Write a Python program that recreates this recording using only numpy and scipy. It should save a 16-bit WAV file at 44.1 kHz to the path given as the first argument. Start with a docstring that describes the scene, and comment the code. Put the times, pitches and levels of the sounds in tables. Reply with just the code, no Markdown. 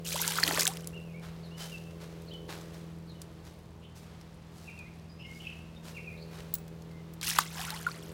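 """Liquid is flung twice from a plastic jug into a garden pool. The stream patters, traps air bubbles that
ring like tiny bells, and ends in drips. The pool pump's motor hums throughout, under a faint outdoor hush.
Between the pours the person carrying the jug moves round the pool with soft steps and rustling clothes,
there are small dry ticks, and birds whistle in the trees. All is heard from close to the water."""
import sys
import numpy as np
from scipy import signal
from scipy.fft import rfft, irfft, next_fast_len
from scipy.io import wavfile
from scipy.ndimage import map_coordinates

SR = 44100
rng = np.random.default_rng(int(sys.argv[2]) if len(sys.argv) > 2 else 0)


def persist_wave(psi):
    """Save psi, clipped to +-1, as 16-bit WAV."""
    counts = np.round(np.clip(psi, -1, 1) * 32767).astype(np.int16)
    wavfile.write(sys.argv[1], SR, np.atleast_2d(counts).T)


N = 358533


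def amp(db):
    """Turn decibels into a number to multiply a sound by."""
    return 10 ** (np.asarray(db) / 20)


def unit(x):
    """Scale a sound to an average (rms) level of 1."""
    return x / np.sqrt(np.mean(x ** 2) + 1e-20)


def curves(rows):
    """Join rows of (time_s, values...) with straight lines: one curve for each column of values."""
    times, *columns = np.transpose(rows)
    return [np.interp(np.arange(N) / SR, times, column) for column in columns]


def wobble(rate):
    """A smooth random curve that heads for a new value rate times a second."""
    points = rng.standard_normal(int(N * rate / SR) + 4)
    return map_coordinates(points, [np.arange(N) * rate / SR], order=2)


def filtered(x, response):
    """Turn each frequency in x up or down by response(hz)."""
    size = next_fast_len(N + 8192)
    return irfft(rfft(x, size) * response(np.fft.rfftfreq(size, 1 / SR)), size)[:N]


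def band(x, low_hz, high_hz):
    """Gently fade out what lies below low_hz and above high_hz."""
    return signal.sosfilt(signal.butter(1, [low_hz, high_hz], "band", fs=SR, output="sos"), x)


def coloured(x, tone):
    """Shape x with rows of (pitch_hz, gain_db), then scale it to level 1."""
    pitches, db = np.transpose(tone)
    return unit(filtered(x, lambda hz: amp(np.interp(np.log(hz + 1), np.log(pitches), db, left=-120))))


def noise(tone):
    """Noise with the given tone, at level 1."""
    return coloured(rng.standard_normal(N), tone)


def add(track, start_s, sound):
    """Mix a sound into the track at start_s."""
    part = track[max(round(start_s * SR), 0):][:len(sound)]
    part += sound[:len(part)]


def fade(t, fade_s):
    """A dying-away curve that drops 60 dB every fade_s seconds."""
    return amp(-60 * t / fade_s)


def echo(x, fade_s):
    """The blur of sound bouncing back from walls, fence and trees."""
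    t = np.arange(SR) / SR
    tail = rng.standard_normal(len(t)) * fade(t, fade_s) * (t > .005)
    return signal.fftconvolve(x, tail / np.linalg.norm(tail))[:N]


def grains(per_s, centre_hz, spread, cycles, scatter_db, rise, samples):
    """A steady swarm of tiny rings, like bubbles: each fades over a few cycles and rises in pitch."""
    when, pitch, loudness, life = np.hsplit(rng.random((int(per_s * N / SR), 4)), 4)
    hz = np.clip(centre_hz * np.exp(spread * (2 * pitch - 1)), 100, SR / 3)
    strength = amp(scatter_db * np.minimum(-np.log(1 - loudness), 3))
    turns = hz * np.arange(samples) / SR
    age = turns / (cycles * (.5 + life))
    shape = strength * np.sqrt(hz) * np.exp(-age) * (1 - np.exp(-2 * turns))
    rings = shape * np.sin(2 * np.pi * turns * (1 + rise * age))
    where = (when * N).astype(int) + np.arange(samples)
    return unit(np.bincount(where.ravel(), rings.ravel(), N)[:N])


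def pump():
    """The motor drones and buzzes, and whirrs in pulses twice a turn, over the rumble of moving water."""
    # the hum shifts as the listener moves through its loud and quiet spots (standing waves)
    # relative levels: time_s, drone_db, buzz_db, growl_db
    levels = [(0.8, -43, -52, -60.5), (1.39, -44, -59, -67), (2.51, -47, -52.5, -55.5),
              (2.96, -44.5, -60.5, -55.5), (3.49, -54.5, -60.5, -59), (3.92, -52.5, -66, -67.5),
              (5.62, -49.5, -64, -62), (6.25, -46, -54, -64), (7.21, -46.5, -60.5, -57.5),
              (7.6, -44.5, -61, -66.5), (8.13, -47.5, -52, -56.5)]
    # motor speed: time_s, turns_per_s
    speed = [(0, 41.45), (2.5, 41.25), (4.5, 41.05), (8.13, 40.95)]
    # the motor's low, middle and high tones: multiple_of_speed, level_db (relative for growl and buzz)
    drone_tones = [(2, -58), (3, -62), (5, -64)]
    growl_tones = [(7.5, -3), (8, 1)]
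    buzz_tones = [(9, -9), (10, 2), (11, -7), (12, .5), (14, -4), (16, -9)]
    # tone of the whirr and of the moving water: pitch_hz, gain_db
    whirr_tone = [(240, -24), (380, 10.5), (480, 3.5), (680, -0.5), (1100, -22)]
    rumble_tone = [(22, -30), (38, -9.5), (55, 2), (85, 1.5), (130, -1), (250, -8), (420, -11), (1100, -18),
                   (2500, -53)]
    drone_db, buzz_db, growl_db = curves(levels)
    angle = 2 * np.pi * np.cumsum(curves(speed)[0] * (1 + 0.00079 * wobble(3.9))) / SR

    def hum(tones, waver_db):
        out = np.zeros(N)
        for multiple, db in tones:
            level = amp(db + waver_db * wobble(2.02))
            offset = 2 * np.pi * (multiple % 2) * rng.random()  # even multiples stay in step
            out += level * np.cos(multiple * angle + offset)
        return np.sqrt(2) * out

    buzz = amp(buzz_db - 0.5) * unit(hum(buzz_tones, waver_db=0.8))
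    growl = amp(growl_db - 1.5) * unit(hum(growl_tones, waver_db=1.0))
    drone = amp(drone_db - 1) * np.sqrt(2) * np.cos(4 * angle) + hum(drone_tones, waver_db=0.5)
    whirr_db = -63.5 + 0.8 * (buzz_db - buzz_db.mean())  # swells with the buzz
    whirr = amp(whirr_db) * unit((1 + np.cos(2 * angle)) * noise(whirr_tone))
    t = np.arange(N) / SR
    faint_db = np.interp(t, [3, 5, 5.8, 7], [-71, -64.5, -60.5, -66.5])
    faint_hum = amp(faint_db) * np.sqrt(2) * np.sin(2 * np.pi * 226.4 * t)
    return drone + buzz + growl + whirr + faint_hum + amp(-54.5) * noise(rumble_tone)


def garden():
    """The faint hush of the open air."""
    # tone of the hush: pitch_hz, gain_db
    hush_tone = [(400, -11.5), (700, 1), (1300, -1.5), (2200, -4.5), (4200, -8), (7000, -15.5),
                 (11000, -22), (16000, -27)]
    return amp(-61.5 + 1.3 * wobble(4.37)) * noise(hush_tone)


def landing_levels():
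    """Relative dB of splash and spray as the liquid lands: each pour builds, breaks off and fizzes out."""
    # each fling of the jug: start_s, length_s, build_up_s, splash_db, spray_db, burst_at_s, burst_db
    pours = [(0.043, 0.58, 0.21, -37.5, -38, 0.62, 5.5), (7.213, 0.21, 0.014, -42.5, -40.3, 7.292, 6.5)]
    cut_db_per_s, fizz_db_per_s = 329, 69
    t = np.arange(N) / SR
    splash_power, spray_power = np.full((2, N), 1e-12)
    for start_s, length_s, build_up_s, splash_db, spray_db, burst_at_s, burst_db in pours:
        age = np.maximum(t - start_s, 0)
        since_end = np.maximum(age - length_s, 0)
        flow = np.maximum(amp(-cut_db_per_s * since_end), amp(-7 - fizz_db_per_s * since_end))
        breakup_db = burst_db * np.exp(-((t - burst_at_s) / 0.033) ** 2)  # a brief burst into spray
        splash_power += (amp(splash_db) * flow * (1 - np.exp(-age / build_up_s))) ** 2
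        spray_power += (amp(spray_db + breakup_db) * flow * (1 - np.exp(-age / 0.014))) ** 2
    # spray thrown up by the second, harder fling rains back on the pool
    rain_start_s, rise_s, fall_db_per_s = 7.44, 0.16, 31
    age = np.maximum(t - rain_start_s, 0)
    rain = np.minimum(age / rise_s, 1) ** 2 * amp(-fall_db_per_s * np.maximum(age - rise_s, 0))
    splash_power += (amp(-41) * rain) ** 2
    spray_power += (amp(-44.5) * rain) ** 2
    return 10 * np.log10(splash_power), 10 * np.log10(spray_power)


def stream_share(spray_db):
    """How much of the spray is an unbroken stream (1) rather than loose droplets (0)."""
    return 1 / (1 + np.exp(-(spray_db + 54) / 5))


def stream(splash_db, spray_db):
    """The falling liquid: bubbles in the splash, crackling spray, and a low churn where it digs in."""
    # tone of the splash and of the spray: pitch_hz, gain_db
    splash_tone = [(350, 1), (700, -4.5), (1100, 1), (1700, 4), (3000, -4), (5000, 1), (9000, -33)]
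    spray_tone = [(1200, -38.5), (2500, -10), (4000, -2), (6500, 0), (10000, -2.5), (15500, -4.5)]
    bubbling = grains(1000, centre_hz=1605, spread=.95, cycles=5.5, scatter_db=3.6, rise=.06, samples=800)
    crackle = grains(3000, centre_hz=6400, spread=.876, cycles=3.2, scatter_db=5, rise=.039, samples=110)
    churn = grains(420, centre_hz=446, spread=.725, cycles=3.6, scatter_db=1, rise=.075, samples=1400)
    blobs_db = 2 * wobble(140)  # the stream breaks into blobs on its way down
    splash = coloured(bubbling + amp(-13) * rng.standard_normal(N), splash_tone)
    splash *= amp(splash_db + blobs_db - 3.2)
    spray = coloured(crackle + amp(-7) * rng.standard_normal(N), spray_tone)
    spray *= amp(spray_db + blobs_db - 2.2) * np.sqrt(stream_share(spray_db))
    plunge_at_s, width_s = 0.536, 0.078
    plunge = amp(-40.5) * np.exp(-.5 * ((np.arange(N) / SR - plunge_at_s) / width_s) ** 2)
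    return splash + spray + plunge * churn


def droplets(spray_db):
    """Loose droplets patter down, standing out as each pour dies away; a few ring as tiny plinks."""
    patter = grains(600, centre_hz=5500, spread=.9, cycles=2.5, scatter_db=3.3, rise=.02, samples=220)
    plinks = grains(70, centre_hz=3300, spread=.55, cycles=11, scatter_db=3, rise=.02, samples=900)
    return amp(spray_db - 0.5) * np.sqrt(1.5 - stream_share(spray_db)) * (patter + amp(-7) * plinks)


def bubble(hz, life_s, glide, swell=0.19, pinch_s=0.00033):
    """Trapped air pinches off with a quick drop in pitch, then rings and glides as it nears the surface."""
    t = np.arange(int(2.5 * life_s * SR)) / SR
    age = t / life_s
    pitch = np.minimum(hz * glide ** (age ** 2) * (1 + np.exp(-t / pinch_s)), SR / 4)
    shape = age / swell * np.exp(1 - age / swell)
    slap_db = -13 - 620 * life_s  # short-lived bubbles burst hardest
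    slap = amp(slap_db) * fade(t, 0.027) * rng.standard_normal(len(t))
    return shape * np.sin(2 * np.pi * np.cumsum(pitch) / SR) + slap


def gurgle(splash_db, per_s=30, centre_hz=1743, cycles=16.5):
    """Small bubbles come by chance and follow the splash in strength; lower ones ring for longer."""
    out = np.zeros(N)
    for when, pitch, strength in rng.random((int(per_s * N / SR), 3)):
        hz = centre_hz * np.exp(0.546 * (2 * pitch - 1))
        db = splash_db[int(when * N)] + 0.5 + 6 * (strength - .5)
        add(out, when * N / SR, amp(db) * bubble(hz, life_s=cycles / hz, glide=1.63))
    return out


def big_bubbles():
    """Big pockets of trapped air ring as separate plops."""
    # each plop: start_s, level_db, pitch_hz, life_s, glide (times the pitch is multiplied over one life)
    plops = [(0.143, -35, 542, 0.022, 2.2), (0.158, -29.5, 906, 0.011, 2), (0.198, -33, 870, 0.0092, 1.5),
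             (.222, -33, 1370, .008, 1.9), (.243, -30, 1500, 0.0052, 1.4), (.28, -36.5, 940, 0.02, 0.93),
             (0.385, -19, 1200, 0.0077, 2.8), (0.4316, -15, 1660, 0.0042, 1.7),
             (0.436, -11, 4120, 0.0047, 1.3), (.479, -27, 1900, 0.0087, 1.05), (.484, -34, 330, 0.02, .8),
             (0.509, -24.5, 1800, 0.0064, 0.59), (.5105, -22.5, 857, 0.0054, .45),
             (.533, -35, 275, 0.013, 1.9), (0.575, -21.5, 1870, 0.0035, 0.88),
             (.574, -27.5, 1100, .008, 1.2), (0.582, -26.5, 523, 0.01, 2.4),
             (0.618, -27, 2100, 0.0078, 0.99), (0.657, -28.5, 1510, 0.0077, 1.7),
             (0.677, -37, 742, 0.047, 1.3), (.715, -43, 900, 0.02, 2.4), (7.314, -28, 1730, 0.0045, 1.1),
             (7.37, -30.5, 2560, .007, 1.6), (7.3879, -7, 1020, 0.0034, 1.3),
             (7.391, -22, 1530, 0.0039, 1.6), (7.590, -40, 732, 0.043, 1.55),
             (7.678, -37.5, 1360, 0.022, 1.6), (7.718, -40.5, 844, 0.059, 1.5),
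             (7.8656, -20, 1402, 0.017, 1.06), (7.871, -38.5, 994, 0.046, 2.2),
             (7.915, -36, 4400, 0.0059, 0.91)]
    out = np.zeros(N)
    for start_s, level_db, pitch_hz, life_s, glide in plops:
        add(out, start_s, amp(level_db) * bubble(pitch_hz, life_s, glide))
    return out


def big_drops(sag=0.22):
    """Each big drop gives a crack, the brief, sagging ring of a tiny bubble and a faint spatter."""
    # drops slapping the surface: start_s, peak_db, pitch_hz
    slaps = [(.1625, -23, 3430), (0.2167, -15, 11600), (.2232, -23, 6600), (.278, -11, 7100),
             (0.3208, -20, 2970), (0.466, -20, 3100), (0.4778, -10.5, 2960), (0.4818, -15, 4220),
             (0.547, -19.5, 7460), (0.594, -12, 5030), (0.5965, -12.5, 6940), (.6084, -10, 5400),
             (.632, -13, 6800), (0.6539, -11.5, 6340), (0.6686, -12, 3400), (0.6765, -8.5, 7760),
             (.7362, -31, 5260), (0.771, -27.5, 2920), (0.807, -37, 6390), (.8445, -38, 5380),
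             (.873, -22, 10400), (7.2131, -24, 4100), (7.23, -21, 2520), (7.245, -21, 4500),
             (7.2695, -21, 6200), (7.2806, -19.5, 2920), (7.2993, -17.5, 2980), (7.306, -16.5, 5400),
             (7.3858, -9.5, 3110), (7.3873, -11.5, 7100), (7.408, -23, 5800), (7.6143, -25, 3440),
             (7.6507, -23.5, 2800), (7.7046, -21, 4130)]
    out, t = np.zeros(N), np.arange(SR // 25) / SR
    for start_s, peak_db, pitch_hz in slaps:
        pitch = pitch_hz * (1 + sag * np.exp(-t / 0.00087) - sag / 2)
        ring = np.sin(2 * np.pi * np.cumsum(pitch) / SR)
        crack = 0.76 * rng.standard_normal(len(t))
        spatter = amp(-17) * fade(t, 0.021) * rng.standard_normal(len(t))
        hit = ((ring + crack) * fade(t, 0.0027) + spatter) * (1 - np.exp(-t / 0.00025))
        hit = band(hit, min(pitch_hz / 2, SR / 8), 12000)
        add(out, start_s, amp(peak_db) * hit / np.abs(hit).max())
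    return out


def walking(from_s=0.63, until_s=6.7):
    """Each step swells and fades as a dull scuff and a hiss of cloth; clothes crease all along the way."""
    # soft steps, with relative levels: start_s, length_s, scuff_db, hiss_db
    steps = [(1.21, 0.12, -53, -61.5), (1.565, 0.15, -51, -48.5), (1.997, 0.07, -54.5, -59.5),
             (2.479, 0.11, -47, -51.5), (2.722, 0.09, -64, -65), (3.435, 0.092, -61.5, -61),
             (3.946, 0.083, -67, -58), (4.506, 0.28, -80, -63.5), (5.242, 0.34, -70, -62.5),
             (5.826, 0.14, -54.5, -55), (6.3, 0.18, -56.5, -60.5)]
    # tone of the scuff and of the cloth's hiss: pitch_hz, gain_db
    scuff_tone = [(200, -19), (500, 1), (1400, -2.5), (2500, -7), (4000, -8), (8000, -32)]
    hiss_tone = [(1200, -7), (3000, -5), (5000, -0.5), (7500, -5), (12000, -9), (16000, -14)]
    scuff, hiss = np.zeros((2, N))
    t = np.arange(SR) / SR
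    for start_s, length_s, scuff_db, hiss_db in steps:
        progress = t / length_s
        swell = 4.45 * progress * np.exp(-4 * progress ** 2)
        settling = amp(-11) * np.minimum(progress, 1) ** 2 * np.exp(-np.maximum(t - length_s, 0) / 0.15)
        add(scuff, start_s, amp(scuff_db) * (swell + settling))
        add(hiss, start_s, amp(hiss_db) * (swell + settling))
    footfall = amp(-43) * fade(t[:SR // 4], 0.049) * (1 - np.exp(-t[:SR // 4] / .002))
    add(scuff, start_s=2.488, sound=footfall)
    fibres = amp(2.4 * wobble(300))  # makes the rubbing grainy
    creases = grains(980, centre_hz=6370, spread=.67, cycles=.9, scatter_db=8, rise=.0087, samples=40)
    t = np.arange(N) / SR
    moving = np.clip(np.minimum(t - from_s, until_s - t) / 0.12, 0, 1)
    cloth = moving * amp(-76.5 + 2.4 * wobble(18)) * creases
    return cloth + fibres * (amp(1.5) * scuff * noise(scuff_tone) + amp(2) * hiss * noise(hiss_tone))


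def bird_notes():
    """Every bird note: start_s, length_s, start_hz, end_hz, relative_db, roughness (0 to 1)."""
    # a songbird's single whistles: start_s, length_s, start_hz, end_hz, relative_db
    whistles = [(0.93, 0.035, 2684, 2880, -51.5), (0.958, 0.046, 2870, 2657, -52.5),
                (1.053, .07, 2700, 2410, -66), (1.135, 0.062, 2180, 2460, -59.5),
                (1.508, 0.06, 2750, 3020, -59.5), (1.593, 0.063, 3040, 3070, -51),
                (1.714, 0.053, 2860, 2590, -49), (2.295, 0.044, 2550, 3550, -55.5),
                (2.325, 0.044, 3030, 3010, -53), (3.147, 0.07, 2990, 2860, -68),
                (5.235, 0.148, 2128, 2208, -55.5), (5.44, 0.0496, 2800, 2450, -55.5),
                (6.45, 0.303, 2620, 2560, -75), (6.883, 0.138, 2140, 2060, -70)]
    # its phrase (a flick, a held note, a fall, a rise), timed in shares of the song's length:
    # start_share, length_share, start_hz, end_hz, gain_db
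    phrase = [(0.09, .12, 2650, 2150, 3.5), (-.05, 0.7, 2730, 2700, -5.5), (.52, .3, 2660, 2300, 3),
              (.9, 0.2, 2000, 2350, -5)]
    # each time it sings the phrase: start_s, length_s, relative_db
    songs = [(4.658, 0.215, -57), (5.946, .2, -52.5)]
    # a second bird's thin, high falling notes: start_s, relative_db
    slides = [(1.43, -59.5), (2.26, -62), (3.07, -64.5)]
    # a faint twitter of short rising pips: start_s, pitch_hz, relative_db
    pips = [(5.093, 4900, -68), (5.185, 5040, -68), (5.245, 5200, -73), (5.335, 4880, -69),
            (5.76, 3600, -63)]
    # raspy rising chirps: start_s, length_s, centre_hz, relative_db, roughness
    chirps = [(3.81, 0.082, 3010, -66, 0.84), (5.187, 0.09, 2800, -55, 0.46),
              (5.394, 0.07, 3050, -56, 0.58), (5.439, .11, 2724, -52.5, .6),
              (6.169, .08, 4230, -63.5, 0.55)]
    notes = [(s + start * span, share * span, start_hz, end_hz, db + gain_db, 0.08)
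             for s, span, db in songs for start, share, start_hz, end_hz, gain_db in phrase]
    notes += [(*whistle, 0.08) for whistle in whistles]
    notes += [(s, 0.04, hz, hz * 1.03, db, 0.12) for s, hz, db in pips]
    notes += [(s, 0.063, 4580, 3700, db, 0.35) for s, db in slides]
    notes += [(s, length, hz * 0.95, hz / 0.95, db, rough) for s, length, hz, db, rough in chirps]
    return notes


def birds():
    """Distant sliding whistles, some of them raspy, blurred by scattered echoes from the trees."""
    out = np.zeros(N)
    rasp, warble, flutter = wobble(1100), wobble(90), wobble(110)
    for start_s, length_s, start_hz, end_hz, db, roughness in bird_notes():
        progress = np.linspace(0, 1, int(length_s * SR))
        now = int(start_s * SR) + np.arange(len(progress))
        hz = start_hz + (end_hz - start_hz) * progress
        hz *= 1 + 0.12 * roughness * rasp[now] + 0.0092 * warble[now]
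        level = amp(db + 3.8 * flutter[now]) * np.abs(np.sin(np.pi * progress)) ** 0.47
        add(out, start_s, level * np.sin(2 * np.pi * np.cumsum(hz) / SR))
    return amp(5) * out + echo(out, fade_s=0.41) + amp(-5) * echo(out, fade_s=1.2)


def ticks_and_ping():
    """Small dry ticks, each a snap of noise, and one sharp, very high ping like a drop or tiny bubble."""
    # small ticks of the plastic jug: start_s, relative_db, pitch_hz
    ticks = [(1.782, -38, 5000), (1.909, -35.5, 2000), (2.22, -42, 8000), (2.337, -41.5, 6000),
             (2.613, -39, 7000), (3.217, -29.5, 7140), (4.212, -40, 5060), (4.79, -38.5, 4500),
             (6.404, -30.5, 2500), (6.552, -26.5, 10500), (6.584, -40, 10000), (6.68, -41.5, 8000),
             (6.821, -42, 5500), (6.9133, -44.5, 4500), (7.137, -38, 11000)]
    # the tones in the ping: pitch_hz, relative_db, fade_s
    ping_tones = [(4900, -17, .012), (7940, -4, 0.013), (15500, 6, 0.018)]
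    out, t = np.zeros(N), np.arange(SR // 12) / SR

    def snap(hz, fade_s):
        return fade(t, fade_s) * band(rng.standard_normal(len(t)), hz / 2, min(1.34 * hz, SR / 2.2))

    for start_s, db, hz in ticks:
        add(out, start_s, amp(db - 4.5) * snap(hz, fade_s=0.025))
    ring = sum(amp(db) * fade(t, fade_s) * np.sin(2 * np.pi * hz * t) for hz, db, fade_s in ping_tones)
    ping = ring * (1 - np.exp(-t / 0.0013)) + amp(-17) * snap(10500, fade_s=0.07)
    add(out, start_s=6.539, sound=amp(-17) * ping)
    return out


def scene():
    """Mix it all, the same in both ears; the yard faintly echoes the water, the ticks and the ping."""
    splash_db, spray_db = landing_levels()
    pouring = stream(splash_db, spray_db) + droplets(spray_db)
    near = pouring + big_drops() + big_bubbles() + gurgle(splash_db) + ticks_and_ping()
    yard = amp(-17) * echo(near, fade_s=.16)
    mono = near + yard + birds() + walking() + pump() + garden()
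    return np.array([mono, mono])


def record(dry):
    """Cut away the very highest treble, above 16100 Hz."""
    return np.array([filtered(channel, lambda hz: hz < 16100) for channel in dry])


dry = scene()
out = record(dry)
persist_wave(out)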